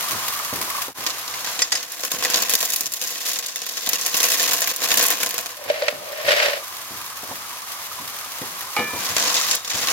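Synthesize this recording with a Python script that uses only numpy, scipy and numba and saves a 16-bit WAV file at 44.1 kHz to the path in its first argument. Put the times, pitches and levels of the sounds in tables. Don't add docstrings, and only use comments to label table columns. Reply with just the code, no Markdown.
import sys
import numpy as np
from scipy import signal
from scipy.fft import rfft, irfft
from scipy.io import wavfile
from scipy.ndimage import uniform_filter1d
from numba import njit

SR = 44100
rng = np.random.default_rng(int(sys.argv[2]) if len(sys.argv) > 2 else 0)


def materialize(psi):
    bounded = np.clip(np.atleast_2d(psi).T, -1, 1)
    quanta = np.round(bounded * 32767).astype(np.int16)
    wavfile.write(sys.argv[1], SR, quanta)


N = 437472
T = np.arange(N) / SR
HZ = np.maximum(np.fft.rfftfreq(N, 1 / SR), 1)



def undb(db):
    return 10 ** (np.asarray(db) / 20)


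def over_hz(table):
    hz, value = np.transpose(table)
    return np.interp(np.log(HZ), np.log(hz), value)


def over_time(table):
    s, *columns = np.transpose(table)
    return [np.interp(T, s, c, left=-120, right=-120) for c in columns]


def noise(gain, lo_hz, hi_hz):
    edges = 1 / np.sqrt((1 + (lo_hz / HZ) ** 8) * (1 + (HZ / hi_hz) ** 8))
    x = irfft(rfft(rng.standard_normal((3, N))) * gain * edges, N)
    return x / x.std()


def resonances(table):
    return np.sqrt(sum(undb(db) ** 2 / (1 + (2 * (HZ - hz) / width) ** 2) for hz, width, db in table))


@njit
def decay(start, pole, size, rise):
    out = np.zeros(N)
    for k in range(len(start)):
        z, i, r = size[k], start[k], 1.
        while i < N and abs(z) > .0003 * abs(size[k]):
            r *= rise
            out[i] += z.real * (1 - r)
            z *= pole[k]
            i += 1
    return out


def envelope(s, db, t60, rise_s=.0008):
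    pole = np.exp(-np.log(1e6) / (np.clip(t60, .002, 5) * SR)) * np.ones(len(s))
    start = (s * SR).astype(np.int64)
    power = decay(start, pole + 0j, undb(2 * db) + 0j, np.exp(-1 / (rise_s * SR)))
    return np.sqrt(power)


def rings(s, hz, db, t60, rise_s=.0008, turns=1):
    pole = np.exp((2j * np.pi * hz - np.log(1000) / t60) / SR) * np.ones(len(s))
    phase, *paths = rng.random((len(s), 4)).T
    phases = np.exp(2j * np.pi * (phase + turns * np.array(paths)))
    start, rise = (s * SR).astype(np.int64), np.exp(-1 / (rise_s * SR))
    return np.array([decay(start, pole, undb(db) * p, rise) for p in phases])


def walk(rate):
    k = int(SR / rate)
    return uniform_filter1d(np.repeat(rng.standard_normal(N // k + 1), k), k)[:N]


def scatter(count, spread_db):
    s, size, u = rng.random((count, 3)).T
    return s * N / SR, -spread_db * np.log(1.008 - size), u


# t/s, peak level/dB, hardness/dB (more knock, less boom)
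THUMPS = [(0.109, -26.5, -13), (0.528, -22, 7.5), (0.607, -31, 11), (0.882, -28.5, 15.5), (0.983, -32, 4),
          (2.138, -29, 6), (2.342, -34, 8), (2.804, -35, 9), (3.873, -38, 21), (5.659, -36.5, 6),
          (5.925, -31.5, 7), (6.243, -33, -11), (6.907, -31, -3), (7.2295, -38, 18.5), (7.289, -34.5, 10),
          (7.311, -41.5, 25), (7.999, -32.5, 2), (8.415, -25.5, 8), (8.789, -24.5, 12), (8.934, -25, 7),
          (8.961, -30, 14), (9.091, -28, -5), (9.739, -27, -7)]
# f/Hz, level/dB
STOVE = [(140, -8.5), (270, -2), (500, -6), (710, -11)]
RUMBLE_DB, RUMBLE_SLOPE = -57, 0.6
BOOM_DB, BOOM_PER_HARD, BOOM_T60_S = -12, 0.69, 0.27


def thumps():
    s, db, hard_db = np.transpose(THUMPS)
    (fry_db,) = over_time(FRY)
    rumble = undb(RUMBLE_DB + RUMBLE_SLOPE * (fry_db + 38.0) + walk(6.2))
    boom = envelope(s, db + BOOM_DB - BOOM_PER_HARD * hard_db, BOOM_T60_S, rise_s=0.011)
    low = np.hypot(rumble, boom) * noise(resonances([(97.0, 21, 4), (30, 40, -15)]), 15, 230)
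    knock = sum(rings(s, hz, db + d - 6 + .6 * hard_db, .05, rise_s=.0004, turns=.1) for hz, d in STOVE)
    dull = envelope(s, db - 10.0, 0.53, rise_s=0.0052) * noise(1, 116, 450)
    hard = envelope(s, db + hard_db - 13.0, 0.15, rise_s=0.0015) * noise(1, 460, 980)
    return low + knock + dull + hard


# t/s, level/dB
FRY = [(0.0, -34), (0.8, -36.5), (1.02, -40.5), (1.55, -39), (1.72, -51), (3.8, -63), (5.5, -47.5),
       (6.7, -42), (8.75, -40), (9.5, -34.5), (9.62, -46), (9.92, -33)]
# f/Hz, spectral level/dB
FRY_HISS = [(120, -20), (200, -17), (420, -15.5), (560, -10), (700, -7), (1050, -4), (1400, -5.5),
            (2600, -9.5), (6500, -9), (8100, -16), (12700, -9), (15500, -12)]
# t/s, peak level/dB
CRACKLES = [(0.025, -13), (0.085, -6), (0.117, -5), (0.325, -9), (0.614, -4), (0.701, -5), (0.7655, -17),
            (0.819, -6)]
# t/s, peak level/dB, f/Hz
POPS = [(0.118, -8, 1110), (0.277, -22, 1280), (0.325, -12.5, 1140), (0.398, -9, 1194), (0.433, -22, 1175),
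        (0.616, -8, 1020), (0.705, -18, 1300), (0.75, -12, 1160), (0.783, -12, 1110), (0.816, -14, 1100)]
STREAM_HISS_DB, STREAM_HISS_SLOPE = -38.5, 1.18


def frying():
    (fry_db,) = over_time(FRY)
    colour = undb(over_hz(FRY_HISS))
    hiss = undb(walk(25)) * noise(colour, 100, 11900)
    s, db, u = scatter(count=4000, spread_db=4.0)
    sharp = noise(colour, 1680, 24000)
    crackle = envelope(s, db - 7.5, 0.01 + 0.048 * u, rise_s=.0001) * sharp
    s, db = np.transpose(CRACKLES)
    loud = envelope(s, db - 14.0, 0.051, rise_s=.0001) * sharp
    s, db, u = scatter(count=3500, spread_db=3.2)
    bubbles = rings(s, 960 * 1.33 ** u, db - 11.0, 0.081, rise_s=0.0015)
    s, db, hz = np.transpose(POPS)
    pops = rings(s, hz, db - 6.0, 0.046)
    stream_hiss_db = STREAM_HISS_DB + STREAM_HISS_SLOPE * (stream_db() + 23.5)
    strength = np.hypot(undb(fry_db), undb(stream_hiss_db))
    return undb(8.5) * strength * (hiss + crackle + bubbles) + loud + pops


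# t/s, peak level/dB, hardness/(dB per octave)
SPATULA = [(8.765, -20.5, 1), (8.794, -24.5, -7), (8.94, -41, -4)]
# f/Hz, level/dB, t60/s, swell/s; the food damps the low modes,
# and some modes fill only after the blow
PAN = [(218, -15, .2, .015), (310, -14, .2, .015), (492, -3, .17, .012), (834, 1.5, .1, .001),
       (1233, -2, .22, .002), (1742, 2, .45, .08), (2040, -14, .2, .003), (2227, -2, .28, .002),
       (2374, -5, .9, .004), (2364, -17, .5, .004), (2923, -10, .33, .004)]


def spatula():
    s, db, hard_db = np.transpose(SPATULA)
    modes = 0
    for hz, d, t60, swell in PAN:
        mode_db = db + d + hard_db * np.log2(hz / 1000)
        modes = modes + rings(s, hz, mode_db, t60, rise_s=swell, turns=.1)
    tail = envelope(s, db - 5, 0.5) * noise(1 / np.sqrt(HZ), 370, 4200)
    crack = envelope(s, db + 7.5, 0.025, rise_s=.0002) * noise(1, 700, 4700)
    return modes + tail + crack


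# t/s, level/dB of the hollow, which stands for the pressure
SLIDE = [(5.57, -48), (5.7, -33), (5.9, -33), (6.01, -42), (6.08, -38), (6.24, -33.5), (6.277, -29),
         (6.29, -23), (6.39, -27), (6.46, -26), (6.56, -32), (6.63, -43)]
# t/s, hollow peak level/dB, click level/dB
KNOCKS = [(5.7, -2.5, -15), (5.821, -4.5, -16.5), (5.882, -7.5, -5), (6.284, -3.5, -17), (6.318, -27, -17),
          (6.328, -10, -20), (6.4, -10, -15), (6.425, -25, -11), (6.441, -22, -28), (6.483, -9, -22),
          (6.497, -17, -24), (6.532, -29, -20)]
# f/Hz, width/Hz, level/dB
CUP = [(490, 25, -11), (587, 67, 4.5), (632, 37, -9), (1520, 68, 0.5), (1840, 105, 5.5), (2400, 980, 0.5),
       (3570, 3300, -7), (4860, 1200, -9)]
SCRATCH_DB, SCRATCH_SLOPE = -25, 1.65


def cup():
    (hollow_db,) = over_time(SLIDE)
    scratch_db = SCRATCH_DB + SCRATCH_SLOPE * (hollow_db + 30.5)
    s, db, u = scatter(count=5000, spread_db=3.0)
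    grit = envelope(s, db, 0.029 + 0.029 * u)
    grit = .3 + .7 * grit / grit.mean()
    hollow = noise(resonances(CUP[:3]) ** 1.05, 450, 970)
    scratch = noise(resonances(CUP[3:]), 740, 7100)
    bright_scratch = scratch + undb(-18) * noise(1, 11000, 13000)
    slide = grit * (undb(hollow_db + 3.5) * hollow + undb(scratch_db) * bright_scratch)
    s, db, click_db = np.transpose(KNOCKS)
    knocks = sum(rings(s, hz, db + d - 4.5, 3.16 / width, rise_s=0.0038, turns=0.32)
                 for hz, width, d in CUP[:3])
    return slide + knocks + envelope(s, click_db, 0.026) * scratch


# t/s, peak level/dB
RATTLES = [(1.6195, -7), (1.6232, -12), (1.7208, -11), (1.725, -10), (1.7527, -16), (1.756, -15)]
# f/Hz, level/dB, t60/s
CUP_WALL = [(1946, -7, 0.033), (2520, -20, .045), (3400, -18, .05), (4750, -1.5, 0.034), (5000, -6, 0.034),
            (5300, -6, 0.083), (5780, -2, 0.03), (6600, -3, 0.11), (6880, -7, .06), (7400, -17, 0.086)]


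def rattles():
    s, db = np.transpose(RATTLES)
    touch_db = 2.5 * rng.standard_normal((len(s), len(CUP_WALL))).T
    wall = sum(rings(s, hz, db + d + touch, t60, rise_s=0.00027, turns=0.38)
               for (hz, d, t60), touch in zip(CUP_WALL, touch_db))
    tick = envelope(s, db, 0.019, rise_s=.0001) * noise(1, 700, 9600)
    blur = noise(resonances([(hz, 400, d) for hz, d, t60 in CUP_WALL]), 1000, 7600)
    return undb(-2.5) * wall + tick + envelope(s, db - 8, 0.07, rise_s=.0002) * blur


# t/s, level/dB
STREAM = [
    [(1.0, -35.5), (1.25, -44), (1.6, -34), (1.7, -41.5), (1.73, -28.5), (1.85, -42.5), (2.11, -36.5),
     (2.44, -29), (2.84, -35.5), (2.9, -45), (2.94, -37), (2.99, -37), (3.08, -35.5), (3.29, -32.5),
     (3.6, -38.5), (3.96, -31), (4.11, -32), (4.17, -26), (4.36, -28), (4.53, -26), (4.59, -30.5),
     (4.69, -30.5), (4.77, -39), (4.83, -26.5), (5.07, -28), (5.45, -42), (5.55, -45.5)],
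    [(8.9, -61), (9.0, -34.5), (9.11, -31), (9.145, -34), (9.25, -27.5), (9.37, -27), (9.54, -30),
     (9.62, -45), (9.71, -32), (9.92, -27)],
]


def stream_db():
    return np.maximum(*(over_time(table)[0] for table in STREAM))


TUBE_HZ = [1937, 2575, 3660, 4580, 5300, 5900, 7370]


def tube_hz(count):
    pick, length = rng.random((count, 2)).T
    return np.array(TUBE_HZ)[(pick * len(TUBE_HZ)).astype(int)] * (1 + 0.13 * (length - .5))


# f/Hz, spectral level/dB
PASTA = [(1500, -9.5), (1900, -11), (3100, -4.5), (6800, 4.5), (7600, -3.5), (8400, -5), (13500, 3.5),
         (15900, -0.5)]
# f/Hz, width/Hz, level/dB
BOWL = [(207.5, 19, -7.5), (303, 21, -3.5), (495.6, 30, 3), (689, 87, 0), (1068, 81, 2), (1536, 55, -2.5),
        (1710, 230, -3.5)]
BAND_HZ = [1500, 2800, 4800, 7800, 11500, 17000]
RING_BAND_DB = 4.5
LOW_BAND_SHARE = 0.66
BORE_HZ, BORE_SPREAD = 6950, 0.0735


def clatter(s, db, treble_db, body_db, ring_hz, t60, tone_db):
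    colour = undb(over_hz(PASTA))
    out = envelope(s, db + body_db, 1.72 * t60, rise_s=0.00027) * noise(resonances(BOWL), 143, 3200)
    tint_db = 2.5 * rng.standard_normal((len(s), len(BAND_HZ) - 1)).T
    for lo_hz, hi_hz, tint in zip(BAND_HZ, BAND_HZ[1:], tint_db):
        band_db = db + tint - 3.5 + treble_db * (lo_hz > 7000)
        band_db = band_db + RING_BAND_DB * ((ring_hz > lo_hz) & (ring_hz < hi_hz))
        band_db = band_db + LOW_BAND_SHARE * (body_db + 3.0) * (lo_hz == BAND_HZ[0])
        burst = envelope(s, band_db, t60 * (4000 / lo_hz) ** 0.091)
        tick = envelope(s, band_db + 4, .004, rise_s=.0001)
        out = out + (burst + tick) * noise(colour, lo_hz, hi_hz)
    mode_hz = tube_hz(len(s))
    bore_hz = BORE_HZ * (1 + BORE_SPREAD * (rng.random(len(s)) - .5))
    hz = np.concatenate([ring_hz, mode_hz, bore_hz])
    tones_db = np.concatenate([db, db - 5, db - 5]) + tone_db
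    return out + rings(np.tile(s, 3), hz, tones_db, .95 * np.tile(t60, 3), turns=.4)


# t/s, peak level/dB, ring f/Hz, treble level/dB relative to the peak
CLACKS = [(1.0648, -5, 4200, -22), (1.068, -11, 3130, -24), (1.446, -11, 1910, -17),
          (1.591, -7.5, 3900, -32), (2.0355, -10.5, 6130, -22), (2.0498, -9, 5800, -10.5),
          (2.117, -7, 6470, -12), (2.225, -11, 2760, -13), (2.238, -9.5, 3400, -14),
          (2.2495, -2.5, 1980, -17), (2.301, -8.5, 4830, -9), (2.336, -9, 6500, -21),
          (2.4216, -6, 6600, -9), (2.4953, -6.5, 6060, -7.5), (2.537, -4.5, 6860, -11),
          (2.6052, -7, 7560, -8), (2.628, -6.5, 5760, -14), (2.652, -10.5, 6930, -8),
          (2.7024, -10.5, 6750, -7), (2.7356, -7.5, 6850, -11), (2.7608, -10, 4640, -4.5),
          (2.808, -10.5, 5300, -5.5), (2.8583, -10.5, 7260, -13), (2.866, -11.5, 5500, -14),
          (2.92, -15.5, 7350, -10), (3.015, -13.5, 6160, -10), (3.0388, -14.5, 6360, -10),
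          (3.257, -14, 6130, -9), (3.2767, -18, 6940, -12), (3.316, -14, 6940, -11),
          (3.3585, -13.5, 3710, -23), (3.388, -11, 6600, -11), (3.4633, -16, 7040, -7.5),
          (3.559, -9.5, 3540, -14), (3.618, -13.5, 5470, -16), (3.665, -14, 3630, -11),
          (3.6902, -14, 4760, -13), (3.8623, -12.5, 3540, -11), (3.8907, -11, 6940, -3.5),
          (3.9322, -3.5, 5580, -12), (4.012, -10, 6200, -18), (4.0624, -7, 6660, -8.5),
          (4.1429, -4.5, 2800, -19), (4.174, -16.5, 6400, 1), (4.2024, -3.5, 6600, -16),
          (4.23, -3.5, 2670, -14), (4.3017, -12, 6560, -7), (4.319, -5.5, 2570, -10),
          (4.3967, -4.5, 1760, -21), (4.462, -10.5, 7000, -26), (4.6064, -21.5, 6800, 4),
          (4.6187, -3.5, 7000, -15), (4.674, -7.5, 2410, -6), (4.7135, -11.5, 6180, -13.5),
          (4.762, -17, 7100, -5.5), (4.819, -12.5, 1780, -20), (4.8428, -11, 6330, -27),
          (4.858, -11, 2470, -18), (4.9045, -6.5, 6600, -19.5), (4.941, -6.5, 1750, -7),
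          (4.973, -4, 6740, -9), (5.0114, -7.5, 5800, -23), (5.025, -6, 4330, -7), (5.062, -10, 5780, 0),
          (5.0837, -12, 7200, -4), (5.203, -12.5, 6300, -9), (5.2317, -7.5, 2310, -8.5),
          (5.2614, -9.5, 6800, -9), (5.2907, -18, 6700, -2), (5.342, -14, 7160, -11),
          (5.3803, -9, 7060, -10.5), (5.4597, -14, 6560, -13), (1.473, -12.5, 1630, -22),
          (2.187, -14, 6900, -11), (2.343, -3, 4440, -19), (2.527, -12, 3470, -14), (2.358, -5, 5060, -22),
          (2.407, -16, 6120, -21), (2.721, -12, 3680, -12), (2.937, -12.5, 7300, -8),
          (3.074, -13.5, 6900, -11), (3.106, -19, 7000, -6), (3.286, -14, 6610, -4),
          (3.333, -14.5, 3580, -11), (3.721, -23, 7000, -3), (3.771, -14.5, 6720, -15),
          (3.15, -19, 5000, -14), (3.872, -10.5, 3580, -20), (3.956, -9, 2700, -13),
          (4.021, -20, 6090, -12), (4.151, -14, 2680, -9), (4.168, -6, 6660, -7), (4.24, -3, 6700, -17),
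          (4.251, -12, 2700, -5), (4.284, -10, 6550, -13), (4.337, -12, 3800, -11), (4.403, -7, 1880, -23),
          (4.418, -13, 5000, -20), (4.43, -15, 7000, -8), (4.477, -14, 2500, -19), (4.491, -10, 7200, -16),
          (4.512, -11, 6980, -6), (4.533, -7, 6700, -9), (4.566, -9.5, 6630, -11), (4.916, -2, 3560, -18),
          (4.994, -5.5, 6600, -11), (5.038, -11.5, 6450, -4), (5.053, -13, 2460, -6), (5.104, -9, 2240, -1),
          (5.308, -14, 7100, -7), (9.253, -13, 5740, -16), (9.274, -10, 6550, -20), (9.872, -8, 4200, -14),
          (1.104, -13, 3960, -23), (1.278, -16.5, 4040, -22), (1.3392, -14, 2040, -31),
          (1.4894, -23, 1850, -23), (1.8286, -18, 4520, -11), (1.92, -22.5, 7100, -2),
          (1.9944, -18.5, 4040, -24), (2.3708, -7.5, 6600, -13), (2.552, -5.5, 4800, -7.5),
          (5.4087, -20.5, 6930, -5), (9.0565, -27, 4940, -15), (9.1658, -2, 7300, -26),
          (9.1983, -7, 5700, -30), (9.225, -6, 6850, -26), (9.3427, -5.5, 6100, -26),
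          (9.3674, -7.5, 3540, -27), (9.3995, -21, 3340, -10), (9.413, -8, 1310, -28),
          (9.4856, -9, 4130, -25), (9.512, -1, 7120, -34), (9.5508, -15, 7260, 0.5),
          (9.566, -18, 3430, -25), (9.647, -12.5, 3550, -30), (9.6775, -14, 6040, -21),
          (9.702, -11.5, 2250, -15), (9.744, -13.5, 3300, -26), (9.799, -15, 2200, -18.5),
          (9.8852, -8, 3050, -28), (9.912, -22, 2500, -22)]
# t/s, treble level/dB, body level/dB
PASTA_COLOUR = [(0, -19, 6.5), (1.75, -11, -4.5), (1.95, 3.5, -2.5), (2.3, -3, 1), (2.7, 2.5, -6.5),
                (3.6, -5, -6), (4.3, 0, -4), (5.6, 0, 3), (8.8, -3, -9), (9.2, -10, 0.5), (9.4, -24, -9),
                (9.92, -12, -2.5)]
# t/s, peak level/dB, f/Hz
FREE_TUBES = [(9.565, -35, 3720)]
USUAL_TREBLE_DB = -13
CLACK_BODY_DB, CLACK_SCATTER_DB = -7.5, 3
CLACK_T60_S, STREAM_T60_S = .027, .035
FREE_T60_S, TRAIL_T60_S, CLUMP_SHARE = .3, 0.19, 0.46


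def pasta():
    s, db, ring_hz, under_db = np.transpose(CLACKS)
    treble_db, body_db = over_time(PASTA_COLOUR)
    at, own_db = (s * SR).astype(int), CLACK_SCATTER_DB * rng.standard_normal(len(s))
    colour = [under_db - USUAL_TREBLE_DB, body_db[at] + own_db + CLACK_BODY_DB, ring_hz]
    wait, loss = rng.random((len(s), 2)).T
    s = np.concatenate([s, s + 0.0015 + 0.0068 * wait])
    db = np.concatenate([db, db - 3 - 5 * loss])
    colour = np.tile(colour, 2)
    colour[2] *= 1 + 0.017 * rng.standard_normal(len(s))
    clacks = clatter(s, db - 11, *colour, np.full(len(s), CLACK_T60_S), tone_db=0)

    trail = envelope(s, db, TRAIL_T60_S) + 0.081
    clump_db = CLUMP_SHARE * 20 * np.log10(trail / uniform_filter1d(trail, SR // 5))
    s, db, hz = np.transpose(FREE_TUBES)
    free = rings(s, hz, db, FREE_T60_S, rise_s=.002, turns=.2)

    s, db, u = scatter(count=5000, spread_db=1.5)
    at = (s * SR).astype(int)
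    small_db = (stream_db() + clump_db)[at] + db - 3.0
    small = clatter(s, small_db, treble_db[at], body_db[at] - 3.0, tube_hz(len(s)),
                    STREAM_T60_S * (1 + u), tone_db=-2.0)
    return clacks + free + small


# f/Hz, power share common to both
ALIKE = [(30, .5), (120, .88), (300, .66), (640, .66), (1400, .35), (3100, .25), (6800, .3), (9000, .5),
         (15000, .5)]
LAG_TOP_HZ = 7120


def channels(paths, lag_s):
    common, left, right = rfft(paths)
    alike = np.clip(over_hz(ALIKE), 0, 1)
    lead = np.exp(1j * np.pi * HZ * lag_s * (HZ < LAG_TOP_HZ))
    mixed = [np.sqrt(alike) * common * turn + np.sqrt(1 - alike) * own
             for turn, own in ((lead, left), (1 / lead, right))]
    return irfft(mixed, N)


LAG_S, CUP_LAG_S = 0.000097, 0.00026
FADE_S, FADE_OUT_S, FADE_IN_S = 0.94, 0.09, 0.05


def scene():
    fade = np.clip(np.maximum((FADE_S - T) / FADE_OUT_S, (T - FADE_S) / FADE_IN_S), .03, 1)
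    at_pan = frying() + pasta() + rattles() + spatula() + thumps()
    return fade * (channels(at_pan, LAG_S) + channels(cup(), CUP_LAG_S))


TOP_HZ = 15900


def record(dry):
    rounded = np.tanh(1.005 * dry) / 1.219
    x = signal.sosfilt(signal.butter(3, 60, "high", fs=SR, output="sos"), rounded)
    return signal.sosfilt(signal.ellip(14, .2, 85, TOP_HZ, fs=SR, output="sos"), x)


dry = scene()
out = record(dry)
materialize(out)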